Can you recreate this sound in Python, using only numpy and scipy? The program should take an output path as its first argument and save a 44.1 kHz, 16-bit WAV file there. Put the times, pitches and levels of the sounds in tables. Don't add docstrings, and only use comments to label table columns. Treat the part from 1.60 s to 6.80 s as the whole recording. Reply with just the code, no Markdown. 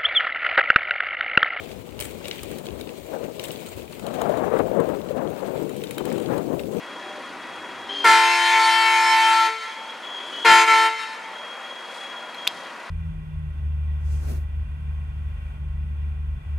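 import sys
import numpy as np
from scipy import signal
from scipy.fft import rfft, irfft, next_fast_len
from scipy.io import wavfile
from scipy.ndimage import uniform_filter1d, map_coordinates

SR = 44100
rng = np.random.default_rng(int(sys.argv[2]) if len(sys.argv) > 2 else 0)


def waveform_to_disk(signal):
    frames = np.transpose(np.atleast_2d(signal))
    scaled = np.clip(frames, -1, 1) * 32767
    samples = np.round(scaled).astype(np.int16)
    wavfile.write(sys.argv[1], SR, samples)


N = 229231


def amp(db):
    return 10 ** (np.asarray(db) / 20)


def unit(x):
    return x / np.sqrt(np.mean(x ** 2) + 1e-20)


def curves(rows):
    times, *columns = np.transpose(rows)
    return [np.interp(np.arange(N) / SR, times, column) for column in columns]


def wobble(rate):
    points = rng.standard_normal(int(N * rate / SR) + 4)
    return map_coordinates(points, [np.arange(N) * rate / SR])


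def filtered(x, response):
    size = next_fast_len(N + SR // 4)
    return irfft(rfft(x, size) * response(np.fft.rfftfreq(size, 1 / SR)), size)[..., :N]


def spectrum_gain(hz, spectrum):
    point_hz, point_db = np.transpose(spectrum)
    return amp(np.interp(np.log(hz + 1), np.log(point_hz), point_db, left=-120))


def coloured(x, spectrum):
    return filtered(x, lambda hz: spectrum_gain(hz, spectrum))


def patchy(depth_db):
    z = signal.stft(rng.standard_normal(N), nperseg=256)[2]
    field = uniform_filter1d(rng.standard_normal(z.shape), size=5, axis=0)
    field = uniform_filter1d(field, size=8, axis=1)
    return signal.istft(z * amp(depth_db * unit(field)), nperseg=256)[1][:N]


# (frequency [Hz], level [dB])
ROAR = [(150, -12), (300, -8), (420, -0.5), (540, 0.5), (660, -3), (800, -17.5), (1100, -19), (2000, -81)]
# (time [s], frequency [Hz])
WHISTLE = [(0, 500), (.3, 455), (1.6, 470), (2.4, 480), (2.65, 575), (2.92, 457), (3.15, 514), (3.35, 430),
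           (3.52, 510), (3.85, 490), (4.1, 428), (4.5, 414), (4.75, 454), (4.9, 517), (5.05, 410),
           (5.2, 480)]
WHISTLE_HZ = 490


def whistling(x):
    hz, t, z = signal.stft(x, SR, nperseg=1024)
    slide = np.interp(t, *np.transpose(WHISTLE)) / WHISTLE_HZ
    gain = spectrum_gain(hz[:, None] / slide, ROAR)
    return signal.istft(z * gain, SR, nperseg=1024)[1][:N]


# (time [s], level [dB])
GUSTS = [(0.02, -40), (0.37, -42.5), (0.42, -40.5), (0.5, -42.5), (0.71, -39.5), (0.79, -41.5), (0.86, -38),
         (1.3, -37), (1.43, -44), (1.55, -31.5), (1.595, -33.5), (1.65, -32.5), (1.74, -41), (1.85, -38),
         (2.41, -44.5), (2.445, -37), (2.54, -33.5), (2.57, -32), (2.7, -26), (2.83, -27), (2.94, -24),
         (3.005, -23.5), (3.03, -30.5), (3.08, -30), (3.15, -26.5), (3.2, -20.5), (3.24, -27.5),
         (3.33, -26.5), (3.39, -32.5), (3.47, -33.5), (3.59, -28), (3.72, -34), (3.83, -29.5), (4.35, -35),
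         (4.47, -27.5), (4.65, -32.5), (4.7, -24), (4.77, -26), (4.84, -35), (4.93, -26.5), (4.97, -33),
         (5.1, -34.5), (5.2, -30)]
# (time [s], sharp edge over the roar [dB], deep part over the whistling part [dB])
TINT = [(0, -14, -2.5), (.9, -17.5, 1), (1.6, -16, -8), (1.9, -17, -1.5), (2.3, -14.5, -0.5),
        (2.7, -7.5, -5.5), (2.9, -9.5, -5), (3.3, -15.5, -4), (3.8, -11.5, -3.5), (4.2, -21, -2.5),
        (4.72, -14, 0.5), (4.85, -20.5, 1), (5.2, -23, 1.5)]
# (time [s], level [dB])
THUDS = [(0.0, -48.5), (0.36, -47), (0.42, -41), (0.45, -46.5), (0.8, -58), (0.82, -45.5), (1.09, -53),
         (1.11, -44.5), (1.32, -51.5), (2.14, -57), (2.17, -44), (2.29, -53), (3.05, -48), (4.39, -59),
         (5.07, -50.5), (5.17, -53), (5.2, -46)]
# (time [s], level [dB])
LEE = [(0, -54.5), (1.3, -55), (2.4, -53.5), (3.0, -49), (3.7, -52.5), (4.5, -48.5), (5.2, -46)]
# (time [s], level [dB])
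PUFFS = [(.455, -48), (1.07, -53), (2.62, -50), (3.29, -51), (3.97, -54), (4.24, -52), (4.74, -49),
         (5.02, -53)]
# (frequency [Hz], level [dB])
DEEP = [(40, -53), (90, -14), (160, -2), (260, -1.5), (360, -2), (500, -5.5), (800, -55)]
EDGE = [(400, -9), (750, 6.5), (1000, 0.5), (1500, -5), (2500, -19), (4000, -30.5), (7000, -92)]
THUD = [(20, -30), (35, -12), (55, 1.5), (80, 3), (130, -1), (250, -39.5)]
PUFF = [(20, -27), (50, -7), (150, -1.5), (230, -6), (290, -8), (360, -2.5), (500, -4.5), (800, -12.5),
        (1500, -26.5)]
SURGE_S = 0.27
WHISTLE_GROWS = 0.48
PUFF_S = 0.023


def wind():
    roar_db, = curves(GUSTS)
    edge_db, deep_db = curves(TINT)
    surge_db = roar_db - uniform_filter1d(roar_db, round(SURGE_S * SR))
    edge_db = edge_db + WHISTLE_GROWS * surge_db + 1.0 * wobble(9.7)
    deep_db = deep_db - WHISTLE_GROWS * surge_db + 1.1 * wobble(10)

    lumps_db = 0.87 * wobble(65) + 0.85 * wobble(120)
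    roar = unit(amp(lumps_db) * whistling(patchy(0.97)))
    deep = unit(amp(0.45 * lumps_db + 1.5 * wobble(25)) * coloured(patchy(0.66), DEEP))
    edge = unit(amp(1.78 * lumps_db + 1.8 * wobble(70)) * coloured(patchy(0.98), EDGE))
    thud = unit(amp(2.4 * wobble(12)) * coloured(patchy(0.41), THUD))

    body = (roar + amp(deep_db + 1.24) * deep) / np.sqrt(1 + amp(2 * deep_db))
    left = amp(roar_db + 5.5 + 1.1 * wobble(11)) * (body + amp(edge_db + 3.5) * edge)
    left = left + amp(curves(THUDS)[0] + 6.5) * thud

    t = np.arange(N) / SR
    puffs = sum(amp(db) * np.exp(-((t - s) / PUFF_S) ** 2) for s, db in PUFFS)
    lee = amp(curves(LEE)[0]) + puffs
    right = lee * unit(amp(3.1 * wobble(40)) * coloured(patchy(1.6), PUFF))
    return np.array([left + buffets(), right])


# (time [s], level [dB], treble over that level [dB])
ROLL = [(0, -48.5, -3), (.3, -56.5, 0.5), (.72, -47.5, -1.5), (1.05, -55, 2), (1.35, -54, 1),
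        (1.7, -53.5, 1.5), (1.95, -49, 1), (2.3, -55, 2), (2.6, -48.5, -1.5), (2.9, -56.5, 3),
        (3.6, -56, 1), (4.1, -52.5, 1.5), (4.65, -50, -1.5), (4.9, -56, 4.5), (5.2, -54.5, 2.5)]
# (frequency [Hz], level [dB])
HISS_LEFT = [(700, 3), (1200, -4.5), (1700, -4), (2300, 6.5), (3200, 3), (4200, -0.5), (5500, -11),
             (7000, -6.5), (8500, -5), (10800, -13), (12500, -11.5), (15500, -9.5)]
HISS_RIGHT = [(700, -1.5), (1200, 2), (1700, 0), (2300, 2), (3200, 0.5), (4200, -4), (5500, -8.5),
              (7000, -3.5), (8500, -9), (10800, -15), (12500, -6.5), (15500, -2)]
SPLIT_HZ = 5200


def tyres():
    low_db, treble_db = curves(ROLL)
    grain = amp(1.77 * wobble(40) + 1.3 * wobble(400))
    left = coloured(grain * patchy(1.36), HISS_LEFT)
    right = amp(-5.5) * coloured(grain * patchy(4.0), HISS_RIGHT)
    hiss = np.array([left, right])
    treble = filtered(hiss, lambda hz: 1 / (1 + (SPLIT_HZ / (hz + 1)) ** 6))
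    low = hiss - treble
    return amp(low_db + 3.0) * unit(low) + amp(low_db + treble_db + 2.5) * unit(treble)


def grit():
    when, pitch, size, side = rng.random((400, 4)).T[:, :, None]
    t = np.arange(64) / SR
    hz = 2500 * amp(13 * pitch ** 2)
    level_db = -52.0 - 4.8 * np.log(size + 0.023)
    snaps = amp(level_db) * np.sin(2 * np.pi * hz * t) * np.exp(-t * hz / 1.5)
    at = ((when * (N - 64)).astype(int) + np.arange(64)).ravel()
    port_gains = amp(3.9 * side), amp(-8 * side)
    return np.array([np.bincount(at, (snaps * gain).ravel(), N) for gain in port_gains])


def ringing(hits, modes, rise_s, spread_db, wander):
    out, t = np.zeros(N + SR), np.arange(SR // 9) / SR
    for s, db in hits:
        ring = np.zeros(len(t))
        for hz, level_db, t60 in modes:
            strength, phase, shift = rng.random(3)
            fade = amp(level_db - spread_db * (strength - .5) - 60 * t / t60)
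            shifted_hz = hz * (1 + wander * (shift - .5))
            ring += fade * np.sin(2 * np.pi * (shifted_hz * t + phase))
        out[round(s * SR):][:len(t)] += amp(db) * ring * (1 - np.exp(-t / rise_s))
    return out[:N]


# (time [s], level [dB])
JINGLES = [(.105, -48.5), (.407, -40), (.423, -39), (0.4436, -34), (.464, -43), (1.833, -36), (1.85, -46),
           (1.9149, -40), (2.061, -42), (2.0856, -44), (2.97, -47), (4.612, -44)]
# (frequency [Hz], level [dB], time to fade by 60 dB [s])
STEEL = [(8105, 0, .07), (8155, -1, .07), (7080, -10, .04), (10340, -10, .05), (11300, -9, .04),
         (15420, -12, .04), (3120, -3, .04)]
TICK_JINGLE_DB = -40


def jingle():
    hits = JINGLES + [(s, db + TICK_JINGLE_DB) for s, db, _ in TICKS]
    return amp([[5], [-9]]) * ringing(hits, STEEL, rise_s=.006, spread_db=6, wander=.004)


SMALL_KNOCK_DB, SMALL_KNOCK_HZ = -39, 2230


def small_knocks(count):
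    return [(when * N / SR, SMALL_KNOCK_DB - 4 * softer, SMALL_KNOCK_HZ * (1 + higher / 2), .0005)
            for when, softer, higher in rng.random((count, 3))]


# (time [s], level [dB], pitch [Hz], rise time [s])
KNOCKS = [(0.1144, -37.5, 2560, .0006), (0.3917, -29, 2930, .0003), (0.4012, -29, 2290, .0003),
          (0.4083, -29, 3150, .0012), (0.4235, -30, 2300, .0005), (0.4155, -37, 2280, .001),
          (0.455, -37, 2460, .001), (0.644, -34.5, 2780, .0015), (0.655, -27.5, 2880, .0003),
          (0.673, -41, 2320, .0015), (0.712, -18.5, 2910, 0.00013), (0.792, -32, 2450, .0005),
          (1.067, -33, 3210, .0005), (1.086, -35.5, 2620, 0.00055), (1.2108, -35, 3670, .001),
          (1.292, -33, 2630, 0.00019), (1.7953, -24.5, 2920, 0.00034), (1.845, -31.5, 2740, .0005),
          (1.848, -35, 2920, 0.00046), (1.907, -28.5, 2900, 0.00027), (1.959, -35, 3400, .0005),
          (2.2204, -39, 2610, .0005), (2.3312, -37.5, 2620, .0005), (2.466, -36, 3140, 0.00055),
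          (2.616, -34, 2970, .0008), (4.217, -38, 2860, .001), (4.236, -37, 2570, .0008),
          (4.244, -38, 3000, .0008), (4.27, -39, 3700, .0015), (4.3445, -48, 3900, .0015),
          (4.5015, -40, 2350, .001), (4.516, -32, 1880, 0.00026), (4.66, -36, 3300, .0005),
          (4.994, -30, 2660, 0.00046), (5.035, -39, 2680, 0.00046), (5.1831, -40, 2560, 0.00071)]
KNOCK_FADE_S = 0.0014


def knocks():
    out, t = np.zeros((2, N + SR)), np.arange(SR // 12) / SR
    band = signal.butter(2, [1700, 3800], "bandpass", fs=SR)
    tail = 0.29 * amp(-60 * t / 0.18) * (1 - np.exp(-t / 0.0018))
    for s, db, hz, rise_s in KNOCKS + small_knocks(count=14):
        snap = (1 - np.exp(-t / max(rise_s, 1 / SR))) ** 2 * np.exp(-t / KNOCK_FADE_S)
        drift = np.cumsum(rng.standard_normal((4, len(t))), axis=1) * .04
        tones = np.sin(2 * np.pi * np.outer([0.999, 1.33, 0.784, 1.9], hz * t) + drift)
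        ping = amp([0.5, -3.5, -8, -10.5]) @ tones
        rough = signal.lfilter(*band, rng.standard_normal((2, len(t))))
        both = (ping + 0.43 * rough) * snap / snap.max() + rough * tail
        both *= amp(db + np.array([[3], [-4.5]]))
        out[0, round(s * SR):][:len(t)] += both[0]
        out[1, round(s * SR) + 4:][:len(t)] += both[1]
    return out[:, :N]


# (time [s], level [dB])
FAINT_TONES = [(.14, -49), (.58, -48)]
# (frequency [Hz], level [dB], time to fade by 60 dB [s])
FAINT_TONE = [(5130, 0, .15)]


def faint_tones():
    return ringing(FAINT_TONES, FAINT_TONE, rise_s=.03, spread_db=2, wander=.02)


# (time [s], level [dB], dull part and ring of the ratchet body against the tick [dB])
TICKS = [(0.3909, -32, -3), (0.4009, -15, -17), (0.409, -22, -4), (0.4215, -26, -6), (0.432, -32, -2),
         (0.442, -27, -4), (0.4515, -27, -2), (0.509, -34, -1), (0.681, -21, 0), (0.756, -35, 2),
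         (0.8314, -22, -4), (0.913, -28, -9), (0.9836, -27.5, -0.5), (1.056, -34, 4), (1.21, -28, 0.5),
         (1.7958, -25.5, -4), (1.838, -19, -8), (1.8517, -27, 2.5), (1.882, -29, -4), (1.915, -24, -10),
         (2.061, -31.5, 2.5), (2.0856, -31, -4), (2.324, -34.5, 6), (2.394, -31.5, 4.5), (2.465, -27, -1),
         (2.539, -33, 5), (2.6149, -23.5, 2), (2.6937, -33, -4), (2.772, -33.5, 5), (2.988, -30.5, 3.5),
         (3.2008, -32, 0), (3.287, -35, 2), (4.093, -32, 5), (4.164, -31, -1), (4.236, -28.5, 7.5),
         (4.308, -23, -0.5), (4.38, -22.5, 4.5), (4.4526, -24, -5), (4.525, -26, -1), (4.58, -33, 7),
         (4.5993, -32.5, 3), (4.778, -30, 3), (4.9974, -32.5, 4)]
# (frequency [Hz], level [dB])
TICK_LEFT = [(800, -4.5), (2000, -2.5), (4000, -3), (6000, -16), (8000, -3.5), (11000, -10.5), (15000, -13)]
TICK_RIGHT = [(800, -17), (1300, -3), (2000, -14), (4000, -20), (6000, -14), (8000, -11.5), (11000, -18),
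              (15000, -8)]
DULL_HZ = 4800


def ticks():
    burst, t = np.zeros((2, N + SR)), np.arange(SR // 6) / SR
    swell = (t / .0024) ** 2 * np.exp(2 - 2 * t / .0024)
    scatter = amp(-60 * t / 0.23) * (1 - np.exp(-t / 0.0056))
    shape = 0.45 * swell + 0.08 * scatter
    source = np.pad([patchy(3.1), patchy(2.3)], [(0, 0), (0, SR)])
    dull = signal.filtfilt(*signal.butter(3, DULL_HZ, fs=SR), source)
    for s, db, dull_db in TICKS:
        start = round((s - .0004) * SR)
        span = slice(start, start + len(t))
        burst[:, span] += amp(db) * shape * (source[:, span] + (amp(dull_db) - 1) * dull[:, span])
    left = coloured(burst[0, :N], TICK_LEFT)
    right = coloured(burst[1, :N], TICK_RIGHT)
    return amp(6.5) * np.array([left, right])


# (frequency [Hz], level [dB], time to fade by 60 dB [s])
PAWL = [(3084, -1, 0.04), (3844, 3, 0.025), (6850, 4, 0.018), (9670, 0, 0.023), (14800, -10, .05)]
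# (time [s], level [dB])
SINGS = [(4.383, -26), (4.456, -34), (4.525, -36)]
PAWL_DB = -12


def pawl():
    hits = [(s, db + dull_db) for s, db, dull_db in TICKS]
    ring = amp(PAWL_DB) * ringing(hits, PAWL, rise_s=.004, spread_db=6, wander=.025)
    song = ringing(SINGS, PAWL[:1], rise_s=.006, spread_db=2, wander=.01)
    return amp([[3], [-5]]) * (ring + song)


# (time [s], level [dB], pitch [Hz])
BUFFETS = [(1.564, -22.5, 480), (1.632, -14.5, 456), (2.695, -6, 587), (2.937, -5, 461), (2.987, -15, 580),
           (3.09, -24, 620), (3.114, -10.5, 525), (3.194, -5.5, 510), (3.203, -9.5, 560), (3.507, -10, 532),
           (4.72, -22, 413), (5.164, -15, 410)]


def buffets():
    out, t = np.zeros(N + SR), np.arange(SR // 12) / SR
    swell = (1 - np.exp(-t / 0.0017)) * amp(-60 * t / 0.043)
    for s, db, hz in BUFFETS:
        drift = np.cumsum(rng.standard_normal(len(t))) * 0.011
        out[round(s * SR):][:len(t)] += amp(db + 2.5) * swell * np.sin(2 * np.pi * hz * t + drift)
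    return out[:N]


def scene():
    return wind() + tyres() + grit() + jingle() + knocks() + faint_tones() + ticks() + pawl()


TOP_HZ = 15900


def record(dry):
    return filtered(dry, lambda hz: hz < TOP_HZ)


dry = scene()
out = record(dry)
waveform_to_disk(out)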